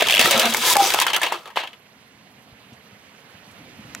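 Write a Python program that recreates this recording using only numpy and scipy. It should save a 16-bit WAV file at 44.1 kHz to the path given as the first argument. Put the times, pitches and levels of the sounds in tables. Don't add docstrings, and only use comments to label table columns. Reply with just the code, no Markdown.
import sys
import numpy as np
from scipy import signal
from scipy.io import wavfile

SR = 44100
rng = np.random.default_rng(int(sys.argv[2]) if len(sys.argv) > 2 else 0)


def transcribe(u):
    v = np.clip(np.atleast_2d(u).T, -1, 1)
    q = np.round(v * 32767).astype(np.int16)
    wavfile.write(sys.argv[1], SR, q)


N = 176400

# pitch_hz, width_hz, gain_db
BODY_MODES = [(341, 31, -3), (494, 65, -1.5), (681, 129, 1.5), (793, 140, 1), (964, 92, 1), (1265, 160, -1)]
WALL_MODES = [(1620, 173, 1), (2190, 440, -2), (2654, 183, 3.5), (3226, 690, -0.5), (4154, 430, -1),
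              (4293, 297, -0.5)]
TIME_S = np.arange(N) / SR
ATTACK_S = 0.00054
SIDE_DB = -9
MODE_SWELL_DB = 2.5


def amp(db):
    return 10 ** (np.asarray(db) / 20)


def unit_rms(x):
    return x / np.sqrt(np.mean(x ** 2) + 1e-20)


def pan(left_over_right_db):
    return amp(left_over_right_db * np.array([[.5], [-.5]]))


def highpass(x, hz, order=2):
    return signal.sosfilt(signal.butter(order, hz, "high", fs=SR, output="sos"), x)


def in_time(rows):
    times, *columns = np.transpose(rows)
    return [np.interp(TIME_S, times, column) for column in columns]


def at_hz(points, hz):
    frequencies, values = np.transpose(points)
    return np.interp(np.log(hz), np.log(frequencies), values)


def drift(rate_hz):
    step, run_in = 40, 2000
    pole = np.exp(-2 * np.pi * rate_hz * step / SR)
    noise = rng.standard_normal(N // step + run_in + 2)
    slow = signal.lfilter([1], [1, -2 * pole, pole * pole], noise)[run_in:]
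    return np.interp(np.arange(N) / step, np.arange(len(slow)), unit_rms(slow))


def resonate(x, hz, width_hz, stages=1):
    r = np.exp(-np.pi * width_hz / SR)
    feedback = [1, -2 * r * np.cos(2 * np.pi * hz / SR), r * r]
    for _ in range(stages):
        x = signal.lfilter(np.array([1, 0, -1]) * (1 - r * r) / 2, feedback, x)
    return x


def modal_bank(x, modes, swell_db=0):
    power = sum(amp(2 * db) * np.pi * width_hz / SR for _, width_hz, db in modes)
    out = 0
    for k, (hz, width_hz, db) in enumerate(modes):
        swell = amp(swell_db * np.tanh(drift(25))) if swell_db else 1
        out += (-1) ** k * amp(db) * swell * resonate(x, hz, width_hz)
    return out / np.sqrt(power)


def damped_sines(rows, rise_s, fall_s):
    out, t = np.full(N + SR, 1e-18), np.arange(SR // 8) / SR
    envelope = (1 - np.exp(-t / rise_s)) * np.exp(-t / fall_s)
    envelope /= envelope.max()
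    for start_s, db, hz in rows:
        i = int(start_s * SR)
        out[i:i + len(t)] += amp(db) * envelope * np.sin(2 * np.pi * hz * t)
    return out[:N]


def burst_noise(count, size):
    mid, side = np.tanh(3 * rng.standard_normal((2, count, size)))
    side *= amp(SIDE_DB)
    return np.stack([mid + side, mid - side], axis=1) / np.sqrt(1 + amp(2 * SIDE_DB))


def banded_noise(spectrum, flicker_db):
    # frequency_hz, coherence
    coherences = [(60, 1), (180, 0.86), (550, 0.98), (1650, 0.16), (4970, 0.86), (15000, 0.85)]
    # frequency_hz, left_over_right_db
    balance = [(60, -2), (180, 1), (550, -5), (1650, -9.5), (4970, -6), (15000, -7)]
    out, edges = 0, 25 * 2 ** np.arange(0, 9.6, .5)
    white = rng.standard_normal((2, 2, N))
    for k, (low, high) in enumerate(zip(edges, edges[1:])):
        hz = np.sqrt(low * high)
        if spectrum[0][0] <= hz <= spectrum[-1][0]:
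            bandpass = signal.butter(2, [low, high], "band", fs=SR, output="sos")
            mid, side = signal.sosfilt(bandpass, white[k % 2])
            coherence = np.clip(at_hz(coherences, hz), -1, 1)
            band = np.sqrt(1 + coherence) * mid + np.sqrt(1 - coherence) * side * [[1], [-1]]
            out += amp(at_hz(spectrum, hz) + flicker_db * drift(22)) * pan(at_hz(balance, hz)) * band
    return unit_rms(out)


def splinters(x):
    mid = (x[0] + x[1]) / 2
    side = (x[0] - x[1]) / 2 * amp(4)
    treble = highpass(np.array([mid + side, mid - side]), hz=4600, order=3)
    return signal.lfilter([1], [1, -0.88], treble)


def friction_grains(per_s=9800, spread_db=5, end_s=1.76):
    occurs = rng.random((2, N)) < per_s / SR
    sizes = amp(spread_db * np.minimum(rng.exponential(1, (2, N)), 3))
    mid, side = occurs * sizes * rng.choice([-1, 1], (2, N))
    grains = unit_rms(mid + amp(SIDE_DB) * side * [[1], [-1]])
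    return grains * (TIME_S < end_s) * amp(1.1 * drift(150))


def grind(grains):
    # time_s, wall_db, body_db, splinter_db
    drive = [(0, -18, -16.5, -31), (0.045, -21.5, -46, -36.5), (0.065, -22, -24, -32),
             (0.12, -65, -34.5, -42), (0.188, -27, -28, -32.5), (0.2, -12.5, -20, -19),
             (0.23, -17, -23, -25), (0.25, -14.5, -21, -20), (0.3, -22.5, -27.5, -26.5),
             (0.315, -16, -27, -18.5), (0.35, -15, -17.5, -28.5), (0.385, -24, -23.5, -28),
             (0.41, -18, -21, -22), (0.46, -15.5, -19, -32), (0.49, -24.5, -30, -26.5),
             (0.52, -30, -31, -31.5), (0.56, -28, -25.5, -31), (0.6, -28, -37, -27),
             (0.63, -19.5, -25, -23.5), (0.66, -19, -22, -17.5), (0.7, -19, -23, -15.5),
             (0.735, -21, -25, -16.5), (0.75, -21, -29, -35.5), (0.775, -31, -57, -32.5),
             (0.8, -26, -20, -25.5), (0.83, -23, -26, -21), (0.87, -22, -23.5, -22.5),
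             (0.9, -24, -29, -24.5), (0.98, -27, -24.5, -32), (1.02, -18, -34.5, -29),
             (1.055, -34, -32, -57), (1.09, -23.5, -30, -74.5), (1.125, -33, -37, -99),
             (1.15, -15, -30.5, -47), (1.185, -37, -28, -77), (1.205, -34.5, -44, -56),
             (1.24, -20, -20.5, -42), (1.28, -32, -38, -42), (1.31, -31, -32.5, -47),
             (1.34, -29.5, -27.5, -47), (1.37, -37, -38, -49), (1.44, -56, -49, -60),
             (1.48, -40, -36.5, -79), (1.545, -74, -68, -77), (1.565, -21, -54, -54),
             (1.6, -25, -30.5, -43), (1.65, -39, -48, -78.5), (1.76, -73, -54.5, -78)]
    wall_db, body_db, splinter_db = in_time(drive)
    body = modal_bank(grains.mean(axis=0) * amp(body_db), BODY_MODES, MODE_SWELL_DB)
    wall = modal_bank(grains * amp(wall_db), WALL_MODES, MODE_SWELL_DB)
    return body + wall + splinters(grains * amp(splinter_db))


def rumble():
    # time_s, level_db
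    levels = [(0, -43), (.14, -45), (.25, -40), (.31, -49), (.36, -38.5), (.42, -53), (.48, -45), (.8, -46),
              (1.0, -50.5), (1.38, -62.5), (2.4, -55.5), (3.3, -58.5), (3.6, -51), (4.0, -46)]
    # frequency_hz, density_db
    spectrum = [(15, -54), (25, -32), (102, 2.5), (172, 4), (216, 7.5), (382, -10), (520, -51), (880, -120)]
    return amp(in_time(levels)[0]) * banded_noise(spectrum, flicker_db=1)


def cracks():
    # start_s, level_db, ring_hz, hollow_hz, body_gain_db, splinter_gain_db, t60_s
    events = [(0.0084, -8.5, 2630, 1230, -12, -13, 0.023), (0.0224, -5, 2320, 627, -8, -14, 0.029),
              (0.07, -6, 3300, 800, -33, -18.5, 0.049), (0.085, -4.5, 2820, 704, -21, -16, 0.047),
              (0.0974, -1, 2330, 726, -21, -20, 0.036), (0.1072, -4, 3400, 600, -22, -16, 0.086),
              (0.1228, -4, 2640, 580, -18, -14, 0.028), (0.1328, -3, 3350, 576, -27, -18, 0.017),
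              (0.1397, -3, 2750, 590, -19, -16, 0.024), (0.1487, -1, 2780, 1220, -33, -15, 0.02),
              (0.1584, -4.5, 3320, 560, -32, -18, 0.032), (0.1689, -3.5, 2550, 1280, -19, -18, 0.02),
              (0.1784, -2.5, 2970, 520, -25, -22, 0.035), (0.1933, -1, 2580, 1294, -18, -11.5, 0.044),
              (0.2129, -3.5, 2800, 476, -14, -8, 0.017), (0.258, -9, 1760, 1280, -2, -6, 0.017),
              (0.2733, -17, 4200, 477, -8, -8, 0.05), (0.3097, -7.5, 2950, 670, -6.5, -5.5, 0.051),
              (0.3774, -9, 3650, 668, -18, -9, 0.03), (0.396, -5, 2920, 654, -23.5, -4.5, 0.035),
              (0.4549, -15.5, 3420, 684, -15, -1.5, 0.047), (0.4944, -19, 3860, 746, -26, -35, 0.049),
              (0.5064, -25, 3520, 352, -30, 2.5, 0.02), (0.5238, -10, 3380, 810, -17, -22, 0.076),
              (0.5382, -16, 3100, 960, -11, -1, 0.027), (0.5466, -6.5, 1730, 945, -17, -9.5, 0.015),
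              (0.5689, -41, 4100, 980, -28, 21.5, 0.041), (0.7358, -12.5, 3300, 980, -18, -2.5, 0.012),
              (0.7545, -7, 1660, 760, -17, -11, 0.013), (0.7673, -10.5, 2130, 840, 4.5, 0.5, 0.02),
              (0.9028, -5.5, 2300, 784, -22, -14, 0.031), (0.9212, -9, 1820, 700, -30, -14, 0.02),
              (0.9376, -10, 2620, 710, -9, -6, 0.026), (0.9448, -5.5, 1620, 890, -8, -7, 0.015),
              (0.9879, -6, 3050, 1020, -14.5, -20, 0.037), (1, -10.5, 2750, 754, -41, -2, 0.025),
              (1.015, -9.5, 3150, 990, -6, -9, 0.047), (1.0209, -11, 2470, 990, -6.5, -6.5, 0.041),
              (1.0418, -15, 3200, 920, -12, -25, 0.031), (1.066, -7.5, 1420, 1010, -14.5, -15.5, 0.069),
              (1.0814, -6.5, 3070, 931, -28, -37, 0.027), (1.1024, -11.5, 3100, 1050, -8.5, -18, 0.055),
              (1.1329, -7.5, 2860, 850, -15.5, -16.5, 0.058), (1.1463, -6, 3220, 880, -11, -17, 0.019),
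              (1.1632, -7, 1860, 1300, -8, -11, 0.045), (1.2157, -14, 1660, 920, -5.5, -13, 0.088),
              (1.2314, -5, 2090, 800, -20, -19, 0.069), (1.2644, -11, 2900, 800, -9.5, -23, 0.073),
              (1.3225, -16, 1760, 1026, -8, -14, 0.072), (1.4568, -31, 3600, 1100, 0, -17.5, 0.073),
              (1.4754, -34, 2440, 1290, -7, -11.5, 0.035), (1.5027, -32, 1780, 890, -6.5, -21, 0.094),
              (1.559, -20, 2960, 765, -4.5, -20.5, 0.11), (1.5718, -11, 2800, 886, -8.5, -29, 0.056),
              (1.6358, -22, 2800, 786, -4.5, -24, 0.098), (1.6735, -21.5, 3140, 850, -26, -25, 0.055),
              (1.731, -29, 2950, 778, -26, -29, 0.065)]
    click_db, snap_db, snap_s = 11, 8, 0.00055
    size = SR // 8
    t = np.arange(size) / SR
    onset = (1 + amp(snap_db) * np.exp(-t / snap_s)) * (1 - np.exp(-t / ATTACK_S))
    body, wall, treble, rings, push = np.full((5, 2, N + size), 1e-18)
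    for noise, event in zip(burst_noise(len(events), size), events):
        start_s, db, ring_hz, hollow_hz, body_db, splinter_db, t60_s = event
        i = int(start_s * SR)
        span = np.s_[:, i:i + size]
        burst = noise * amp(db - 7.5) * onset
        decay_db = -60 * t / t60_s
        wall_burst = burst * amp(decay_db)
        body_burst = burst.mean(axis=0) * amp(body_db + 0.5 + decay_db / 1.4)
        push[:, i] += amp(db + body_db + 22)
        body[span] += body_burst
        wall[span] += wall_burst
        treble[span] += burst * amp(splinter_db + 13 + decay_db / 0.77)
        wall_burst[:, 0] = amp(db + click_db)
        body_burst[0] = amp(db + body_db + click_db)
        rings[span] += amp(14.5) * resonate(wall_burst, ring_hz, width_hz=510, stages=2)
        rings[span] += amp(23) * resonate(body_burst, hollow_hz, width_hz=170)
    thump = resonate(push, hz=429, width_hz=290, stages=2)
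    shell = modal_bank(body, BODY_MODES) + modal_bank(wall, WALL_MODES)
    return (shell + splinters(treble) + rings + thump)[:, :N]


def knocks():
    # start_s, level_db, pitch_hz
    events = [(.022, -6.5, 613), (.193, -11.5, 600), (.2575, -10, 1860), (.546, -12, 840),
              (.5465, -8.5, 2150), (.7576, -5.5, 780), (.7612, -10.5, 800), (.944, -4.5, 850),
              (.989, -9, 1010), (1.066, -9, 1030), (1.3225, -9.5, 915), (1.5722, -4, 870)]
    return damped_sines(events, rise_s=ATTACK_S, fall_s=0.0011)


def buckles():
    # start_s, level_db, pitch_hz
    events = [(.196, -21.5, 250), (.243, -24, 183), (.27, -19.5, 355), (.272, -25.5, 476), (.345, -31, 125),
              (.82, -22.5, 363), (.857, -25, 373)]
    return highpass(damped_sines(events, rise_s=0.0018, fall_s=0.0078), hz=125)


def hums():
    # time_s, pitch_hz, rms_db
    tracks = [
        [(0.33, 228, -53.5), (0.366, 227, -26.5), (0.394, 228, -33), (0.404, 236.3, -52.5),
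         (0.46, 230.8, -26.5), (0.536, 227.7, -37.5), (0.552, 230.6, -54), (0.618, 235, -36)],
        [(0.746, 791.4, -49), (0.76, 786, -18), (0.776, 810, -21.5), (0.806, 797, -9), (0.83, 795, -25.5),
         (0.838, 769, -19), (0.884, 807, -44)],
        [(0.62, 943, -50), (0.636, 1011, -28), (0.666, 1032, -31), (0.7, 940, -50), (0.712, 990, -18.5),
         (0.752, 940, -42), (0.76, 952.2, -26.5)],
        [(0.245, 1308, -24), (0.273, 1315, -30), (0.3, 1300, -22.5)],
        [(0.3, 658.8, -45), (0.314, 681.6, -26), (0.372, 667.6, -29), (0.396, 617, -26), (0.428, 674, -34),
         (0.456, 717, -32), (0.476, 680, -26), (0.5, 710, -42)],
        [(0.3, 547.5, -37.5), (0.312, 564, -28), (0.374, 538, -31), (0.42, 533, -33)],
    ]
    wavers = [1.8, 0.63, 1.5, 0.9, 2.2, 4.5]
    out, fade_s = np.zeros(N), 0.01
    for track, waver_db in zip(tracks, wavers):
        hz, db = in_time(track)
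        start_s, end_s = track[0][0], track[-1][0]
        fade = np.clip(np.minimum(TIME_S - start_s, end_s - TIME_S) / fade_s, 0, 1)
        tone = np.sqrt(2) * np.sin(2 * np.pi * np.cumsum(hz) / SR)
        out += fade * amp(db + waver_db * drift(31)) * tone
    return out


def squeak(grains, width_hz=600):
    # time_s, level_db
    levels = [(0.8, -61), (0.825, -31), (0.885, -24), (0.9, -59)]
    pitches = [6000, 8000]
    dragging = (TIME_S > levels[0][0]) & (TIME_S < levels[-1][0])
    drag = grains * amp(in_time(levels)[0]) * dragging
    return modal_bank(drag, [(hz, width_hz, 0) for hz in pitches], MODE_SWELL_DB)


def street_air(left_lag_s=0.00008):
    # time_s, level_db
    levels = [(1.8, -52.5), (2.1, -52), (2.8, -50.5), (3.4, -48.5), (3.75, -47), (4.0, -43.5)]
    # frequency_hz, density_db
    spectrum = [(150, -34), (250, -20.5), (407, -8), (576, -3.5), (629, -9.5), (761, -1), (1080, -11),
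                (2240, -6.5), (8260, -24), (11900, -26.5), (16000, -35)]
    air = amp(in_time(levels)[0]) * banded_noise(spectrum, flicker_db=1.5)
    air[0] = np.roll(air[0], int(left_lag_s * SR))
    return air


def drone():
    return amp(-66) * unit_rms(resonate(rng.standard_normal(N), hz=205, width_hz=25, stages=2))


def whine():
    # time_s, level_db
    levels = [(1.85, -71), (2.1, -82), (2.2, -71), (2.3, -80), (2.45, -69), (2.55, -73), (3.2, -78),
              (4, -78)]
    tone = unit_rms(resonate(rng.standard_normal((2, N)), hz=11650, width_hz=60, stages=2))
    return amp(in_time(levels)[0] + 2.2 * drift(8)) * tone


def thuds():
    # start_s, level_db, pitch_hz
    upper = [(2.38, -53, 210), (2.525, -39, 104), (2.721, -40, 221), (2.921, -42.5, 200),
             (3.343, -41.5, 185), (3.478, -47, 220), (3.603, -42, 287), (3.787, -41, 208),
             (3.848, -42.5, 116), (3.969, -43, 202)]
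    lower = [(start_s, db + 3, hz * 0.548) for start_s, db, hz in upper]
    return highpass(damped_sines(upper + lower, rise_s=0.0019, fall_s=0.011), hz=125)


def ticks():
    # start_s, level_db, centre_hz, width_hz, body_gain_db, t60_s
    events = [(2.73, -46, 5920, 4000, -30, 0.078), (3.203, -47, 6500, 3000, -30, 0.025),
              (3.513, -50, 6500, 5000, -28, 0.14), (3.808, -43, 5500, 3000, -32, .015),
              (3.9491, -11, 4760, 3570, 5.5, 0.0091)]
    out, t = np.zeros(N + SR), np.arange(SR // 16) / SR
    noises = burst_noise(len(events), len(t))[:, 0]
    for noise, (start_s, db, hz, width_hz, body_db, t60_s) in zip(noises, events):
        burst = noise * amp(db - 60 * t / t60_s)
        top = resonate(resonate(burst, hz, width_hz), hz, 2 * width_hz)
        body = resonate(burst, hz=1770, width_hz=1300, stages=2)
        i = int(start_s * SR)
        out[i:i + len(t)] += top + amp(body_db) * body
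    return out[:N]


def with_echoes(x):
    # left_delay_s, left_db, right_db
    reflections = [(.0021, -20.5, -18), (.0047, -15.5, -16.5), (.0093, -30, -23.5), (.017, -15.5, -18),
                   (.031, -22, -16)]
    out = x.copy()
    for delay_s, left_db, right_db in reflections:
        left_lag, right_lag = int(delay_s * SR), int(delay_s * 1.1 * SR)
        out[0, left_lag:] += amp(left_db) * x[1, :-left_lag]
        out[1, right_lag:] += amp(right_db) * x[0, :-right_lag]
    return out


def scene():
    background = street_air() + rumble() + drone()
    impacts = cracks() + knocks()
    grains = friction_grains()
    crunch = with_echoes(impacts + squeak(grains) + grind(grains))
    toy = highpass(crunch, hz=240) + hums() + buckles()
    return toy * pan(0.73) + background + thuds() + ticks() + whine()


def record(dry):
    ceiling, stopband_hz = 1.2, 16480
    lowpass = signal.cheby2(14, 60, stopband_hz, fs=SR, output="sos")
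    return signal.sosfilt(lowpass, ceiling * np.tanh(dry / ceiling))


dry = scene()
out = record(dry)
transcribe(out)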